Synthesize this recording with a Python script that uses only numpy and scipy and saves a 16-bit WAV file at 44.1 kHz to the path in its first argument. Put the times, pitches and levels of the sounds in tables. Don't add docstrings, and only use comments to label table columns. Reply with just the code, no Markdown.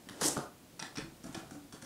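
import sys
import numpy as np
from scipy import signal
from scipy.io import wavfile

SR = 44100
rng = np.random.default_rng(int(sys.argv[2]) if len(sys.argv) > 2 else 0)


def file_out(sig):
    cols = np.atleast_2d(sig).T
    lim = np.clip(cols, -1, 1)
    pcm = np.round(lim * 32767).astype(np.int16)
    wavfile.write(sys.argv[1], SR, pcm)


N = 81585


def amp(db):
    return 10 ** (np.asarray(db) / 20)


def unit(x):
    return x / np.sqrt(np.sum(x ** 2) + 1e-20)


def read(points, hz):
    f, value = np.transpose(points)
    return np.interp(np.log(hz + 1), np.log(f + 1), value)


def curve(rows):
    times, *columns = np.transpose(rows)
    return [np.interp(np.arange(N) / SR, times, column) for column in columns]


def add(mix, at, sound):
    part = mix[max(round(at * SR), 0):][:len(sound)]
    part += sound[:len(part)]


def colour(x, spectrum, tilt_db=0, size=4096):
    hz = abs(np.fft.fftfreq(size, 1 / SR))
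    log_gain = np.log(amp(read(spectrum, hz) + tilt_db * np.log2(np.maximum(hz, 200))))
    taps = np.fft.ifft(np.exp(np.conj(signal.hilbert(log_gain)))).real
    return signal.fftconvolve(x, unit(taps[:size // 2]))[:len(x)]


def contact(decay_s, grit, size=2048):
    t = np.arange(size) / SR
    chatter = unit(rng.standard_normal(size) * np.exp(-t / decay_s))
    return unit((t == 0) + grit * chatter)


def blows(times, levels_db, decay_s, grit):
    out = np.zeros(N)
    for at, db in zip(times, levels_db):
        add(out, at, amp(db) * contact(decay_s, grit))
    return out


def ring(modes, rise_s, scatter_db):
    t = np.arange(SR // 2) / SR
    tone = np.zeros(len(t))
    for hz, db, t60 in modes:
        envelope = amp(db + scatter_db * rng.standard_normal()) * np.exp(-np.log(1000) * t / t60)
        tone += envelope * np.sin(2 * np.pi * (hz * t + rng.random()))
    return unit(tone * (1 - np.exp(-t / rise_s)))


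def rings(times, levels_db, modes, rise_s, scatter_db):
    out = np.zeros(N)
    for at, db in zip(times, levels_db):
        add(out, at, amp(db) * ring(modes, rise_s, scatter_db))
    return out


# f/Hz, T60/s
REVERB_TIMES = [(60, 0.43), (250, 0.26), (1000, 0.34), (4000, 0.25), (8000, 0.25), (15000, 0.27)]
def room(x, wet_db, build_s=.022, wall_delay_s=.022, wall_db=-12):
    t = np.arange(SR * 3 // 4) / SR
    reflections = rng.standard_normal(len(t)) * (rng.random(len(t)) < .3) * (1 - np.exp(-t / build_s))
    hz, times, bands = signal.stft(reflections, SR, nperseg=256)
    decay = np.exp(-np.log(1000) * times / read(REVERB_TIMES, hz)[:, None])
    tail = unit(signal.istft(bands * decay, SR)[1])
    add(tail, wall_delay_s, amp(wall_db) * contact(decay_s=.0052, grit=.55))
    return x + amp(wet_db) * signal.fftconvolve(x, unit(tail))[:N]


# f/Hz, relative level/dB
NOISE_SPECTRUM = [(25, -22), (50, -9.5), (80, -6.5), (150, -3), (290, -6.5), (450, -20.5), (800, -22),
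                  (1500, -22.5), (3000, -24), (6000, -26), (9500, -26.5), (12000, -27), (15000, -30),
                  (15800, -22.5)]
def background(level_db=-58):
    return amp(level_db) * colour(rng.standard_normal(2 * N), NOISE_SPECTRUM)[N:]


# t/s, level/dB
RUSTLE_ENVELOPE = [(0, -62), (.085, -59.5), (.12, -58), (.2, -49), (.3, -41.5), (.41, -48.5), (.47, -60),
                   (.55, -66), (.95, -58.5), (1.2, -62), (1.3, -56), (1.45, -58), (1.85, -67.5)]
# f/Hz, relative level/dB
CLOTH_SPECTRUM = [(100, -22.5), (300, 5), (700, -3), (1400, -10.5), (2300, -16), (4500, -15.5),
                  (9000, -16.5), (15500, -45)]
def clothes():
    level_db, = curve(RUSTLE_ENVELOPE)
    return colour(rng.standard_normal(N) * amp(level_db), CLOTH_SPECTRUM)


# t/s, level/dB
HEAVY_LOADS = [(.225, -33), (0.986, -24), (1.251, -31)]
# f/Hz, relative level/dB, T60/s
BUILDING_MODES = [(49.7, -1, .65), (75, -24, 0.46)]
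def sway():
    times, levels_db = np.transpose(HEAVY_LOADS)
    return rings(times, levels_db, BUILDING_MODES, rise_s=.012, scatter_db=1)


# t/s, level/dB
SNAP_EVENTS = [(0.0882, -21), (.096, -24), (1.3461, -22.5), (1.3503, -26.5)]
# f/Hz, relative level/dB
SNAP_SPECTRUM = [(100, -2), (300, 0.5), (900, -5), (1600, 3.5), (2600, -9), (3250, 4.5), (3700, 2.5),
                 (4500, -2.5), (7500, -9), (11000, -8), (15500, -33)]
def wood_snaps():
    times, levels_db = np.transpose(SNAP_EVENTS)
    snaps = blows(times, levels_db, decay_s=.0034, grit=3)
    return room(colour(snaps, SNAP_SPECTRUM), wet_db=-1.5)


# t/s, level/dB, brightness (0 to 1)
SOLE_SWEEP = [(.207, -48, 0.1), (.227, -36, 0), (.232, -31, 0), (.256, -28.5, 0.4), (.271, -27.5, 0.8),
              (.278, -34.5, 1), (.2835, -26, 1), (.292, -43, 1), (.33, -73, 0.9)]
# f/Hz, relative level/dB
SLOW_SLIDE_SPECTRUM = [(100, -21), (230, -12), (320, 18.5), (450, -24), (800, 0.5), (1400, -4), (2400, -8),
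                       (3500, -4), (4800, 1.5), (6000, 4), (8000, -3.5), (11300, -5), (12200, -19),
                       (15500, -20)]
# f/Hz, relative level/dB
FAST_SLIDE_SPECTRUM = [(100, -25), (300, 2), (600, -1), (1400, -18), (2400, -31), (4200, -6), (6000, 2.5),
                       (8700, 4), (11300, -8), (12200, -7), (15500, -22)]
def scuff(catches_per_s=1400, catch_spread_db=3, catch_decay_s=.0003, catch_share=.45):
    level_db, brightness = curve(SOLE_SWEEP)
    t = np.arange(N) / SR
    caught = rng.random(N) < catches_per_s / SR
    catches = caught * amp(catch_spread_db * np.minimum(rng.exponential(1, N), 2))
    power = signal.lfilter([1], [1, -np.exp(-1 / (catch_decay_s * SR))], catches ** 2)
    slips = rng.standard_normal(N) * np.sqrt(1 - catch_share + catch_share * power / power.mean())
    sliding = (t > SOLE_SWEEP[0][0]) & (t < SOLE_SWEEP[-1][0])
    slips *= amp(level_db) * sliding
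    slow = colour(slips * (1 - brightness), SLOW_SLIDE_SPECTRUM)
    fast = colour(slips * brightness, FAST_SLIDE_SPECTRUM)
    return room(slow + fast, wet_db=-6)


# t/s, thud level/dB, slap level/dB
FOOTFALLS = [(.2122, -27, -10.5), (.2150, -12, -30), (.2182, -6, -15), (.2216, -12.5, -18),
             (.238, -15.5, -36), (.3659, -17, -31), (.3695, -10.5, -33.5), (.376, -13.5, -24),
             (.3891, -13, -49)]
# f/Hz, relative level/dB
THUD_SPECTRUM = [(40, -30), (100, -30), (180, -21), (300, 1.5), (550, 0), (900, -4.5), (1450, -5),
                 (2100, -27), (5000, -19.5), (16000, -63)]
# f/Hz, relative level/dB
SLAP_SPECTRUM = [(100, -7), (1000, -5), (1700, 2), (2500, -9.5), (5500, -2), (9500, -1), (12000, -9),
                 (15500, -26)]
def steps():
    times, thud_db, slap_db = np.transpose(FOOTFALLS)
    thud = colour(blows(times, thud_db, decay_s=.0015, grit=.83), THUD_SPECTRUM)
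    slap = colour(blows(times, slap_db, decay_s=.004, grit=3.5), SLAP_SPECTRUM)
    return room(thud, wet_db=-2.5) + room(slap, wet_db=1.5)


# t/s, push level/dB, boom level/dB
WEIGHT_SHIFTS = [(0.073, -24, -42), (0.111, -21, -30), (0.2217, -16, -8.5), (.243, -25, -22),
                 (0.2856, -31, -13), (0.3702, -13, -8), (0.3804, -20.5, -21), (0.823, -28, -19.5),
                 (0.9773, -17, -27), (0.9849, -13, -13.5), (0.991, -18.5, -18), (1.003, -31, -33),
                 (1.045, -22, -19), (1.1254, -29.5, -49), (1.243, -21, -24.5), (1.255, -20.5, -17),
                 (1.27, -20.5, -40), (1.295, -19, -28), (1.351, -25, -16), (1.378, -16, -28),
                 (1.428, -25, -22.5), (1.522, -20, -21), (1.548, -21.5, -21.5), (1.566, -27, -18.5),
                 (1.649, -32, -32), (1.7403, -22, -24), (1.83, -27, -22)]
# f/Hz, relative level/dB, T60/s
DOOR_FRAME_MODES = [(145.2, -3.5, 0.18), (215.7, -13.5, 0.53), (235, -7, .13), (289, -3.5, 0.25),
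                    (328.5, -2.5, 0.17), (436, -12, 0.071), (544.4, -8, 0.17), (663, -10.5, 0.18)]
def frame(push_hz=214.5, push_sigma_s=.002):
    times, pushes_db, booms_db = np.transpose(WEIGHT_SHIFTS)
    pushes = np.zeros(N)
    for at, db in zip(times, pushes_db):
        t = np.arange(N) / SR - at
        envelope = np.exp(-(t / push_sigma_s) ** 2 / 2)
        pushes -= amp(db) * unit(np.cos(2 * np.pi * push_hz * t) * envelope)
    booms = rings(times, booms_db, DOOR_FRAME_MODES, rise_s=.0021, scatter_db=7)
    return room(pushes, wet_db=-5.5) + booms


# t/s, level/dB
KNOCK_EVENTS = [(1.2425, -37), (1.352, -23), (1.368, -26), (1.391, -35), (1.429, -39), (1.510, -26.5),
                (1.553, -31), (1.731, -32)]
# f/Hz, relative level/dB
KNOCK_SPECTRUM = [(100, -15), (300, 5), (500, -4), (740, 6.5), (1000, -5), (1350, 7), (2200, -14),
                  (6000, -39), (15500, -57)]
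def jamb_knocks(tone_gain_db=-4):
    times, levels_db = np.transpose(KNOCK_EVENTS)
    tones = rings(times, levels_db + tone_gain_db, METAL_BAR_MODES[:2], rise_s=.002, scatter_db=2)
    knocks = blows(times, levels_db, decay_s=.002, grit=1.15)
    return room(colour(knocks, KNOCK_SPECTRUM), wet_db=-6) + tones


# f/Hz, relative level/dB, T60/s
BRIGHT_TUBE_MODES = [(5250, -8, .008), (5530, -1, .015), (5760, -2, .015), (8480, -22, .028)]
def tube(times, levels_db):
    out = np.zeros(N)
    for at, db in zip(times, levels_db):
        chatter = contact(decay_s=.0007, grit=.45)
        response = ring(BRIGHT_TUBE_MODES, rise_s=.00062, scatter_db=1)
        add(out, at, amp(db) * unit(signal.fftconvolve(response, chatter)))
    return room(out, wet_db=-22)


# t/s, tick level/dB, tilt/(dB per octave), ring level/dB
PAD_SLIPS = [(0.2, -34, 1, -52), (1.236, -33, 2.5, -37), (1.2416, -26.5, 0, -31), (1.266, -45, 7, -37),
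             (1.327, -28.5, 0.5, -55), (1.352, -25.5, -1, -48), (1.367, -34, -8.5, -54),
             (1.427, -37.5, -6, -55), (1.5085, -28.5, 1.5, -41), (1.551, -40, -7, -53),
             (1.725, -25, 0, -35), (1.731, -37, 2, -32), (1.817, -32.5, 1.5, -43),
             (1.8226, -24, 0.5, -30.5)]
# f/Hz, relative level/dB
TICK_SPECTRUM = [(100, -18), (300, -7), (720, -3.5), (1000, -2), (1380, 3.5), (1850, -5), (2400, -9),
                 (3500, -8), (5600, -8), (6500, -5.5), (9000, -7), (12000, -19.5), (15500, -50)]
def bar_ends():
    times, ticks_db, tilts_db, ring_db = np.transpose(PAD_SLIPS)
    ticks = np.zeros(N)
    for at, db, tilt_db in zip(times, ticks_db, tilts_db):
        add(ticks, at, amp(db) * colour(contact(decay_s=.0069, grit=5.2), TICK_SPECTRUM, tilt_db))
    return room(ticks, wet_db=3) + tube(times, ring_db)


# t/s, clack level/dB, ring level/dB
SLEEVE_IMPACTS = [(0.794, -19.5, -33), (.798, -20, -17), (.822, -29, -39), (0.8254, -16.5, -25),
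                  (0.9563, -28, -33), (.960, -23.5, -26), (.971, -20.5, -26), (.974, -25.5, -20.5),
                  (0.98, -21, -33), (.983, -21, -21), (.998, -41, -28), (1.3461, -26, -44),
                  (1.349, -24, -26.5)]
# f/Hz, relative level/dB
CLACK_SPECTRUM = [(100, -10), (400, -9.5), (750, -3), (1000, -1.5), (1400, -1), (1900, -2), (2500, -4),
                  (3000, -5), (4000, -4), (5600, -5.5), (6400, -12.5), (8600, -9.5), (11000, -20.5),
                  (15500, -52)]
# f/Hz, relative level/dB, T60/s
METAL_BAR_MODES = [(754, 2, .34), (1346, 2.5, .28), (1690, -3, .2), (2450, 3, .26), (2516, 2.5, .3),
                   (3241, -1.5, .25), (3428, -1.5, .28), (3747, -3, .26), (4517, -5, .26), (5280, -4, .17),
                   (8500, -13, .14), (9157, -12, .17)]
def bar(tone_gain_db=-3):
    times, clack_db, ring_db = np.transpose(SLEEVE_IMPACTS)
    tones = rings(times, clack_db + tone_gain_db, METAL_BAR_MODES, rise_s=.00061, scatter_db=.5)
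    clacks = blows(times, clack_db, decay_s=.0042, grit=4)
    return room(colour(clacks, CLACK_SPECTRUM), wet_db=0) + tones + tube(times, ring_db)


def scene():
    contacts = wood_snaps() + steps() + scuff() + bar() + bar_ends() + jamb_knocks()
    return (contacts + frame() + sway() + clothes() + background())[None]


def record(dry, cutoff_hz=15680):
    lowpass = signal.firwin(511, cutoff_hz, window=("kaiser", 9), fs=SR)
    return signal.oaconvolve(dry, lowpass[None], "same")


dry = scene()
out = record(dry)
file_out(out)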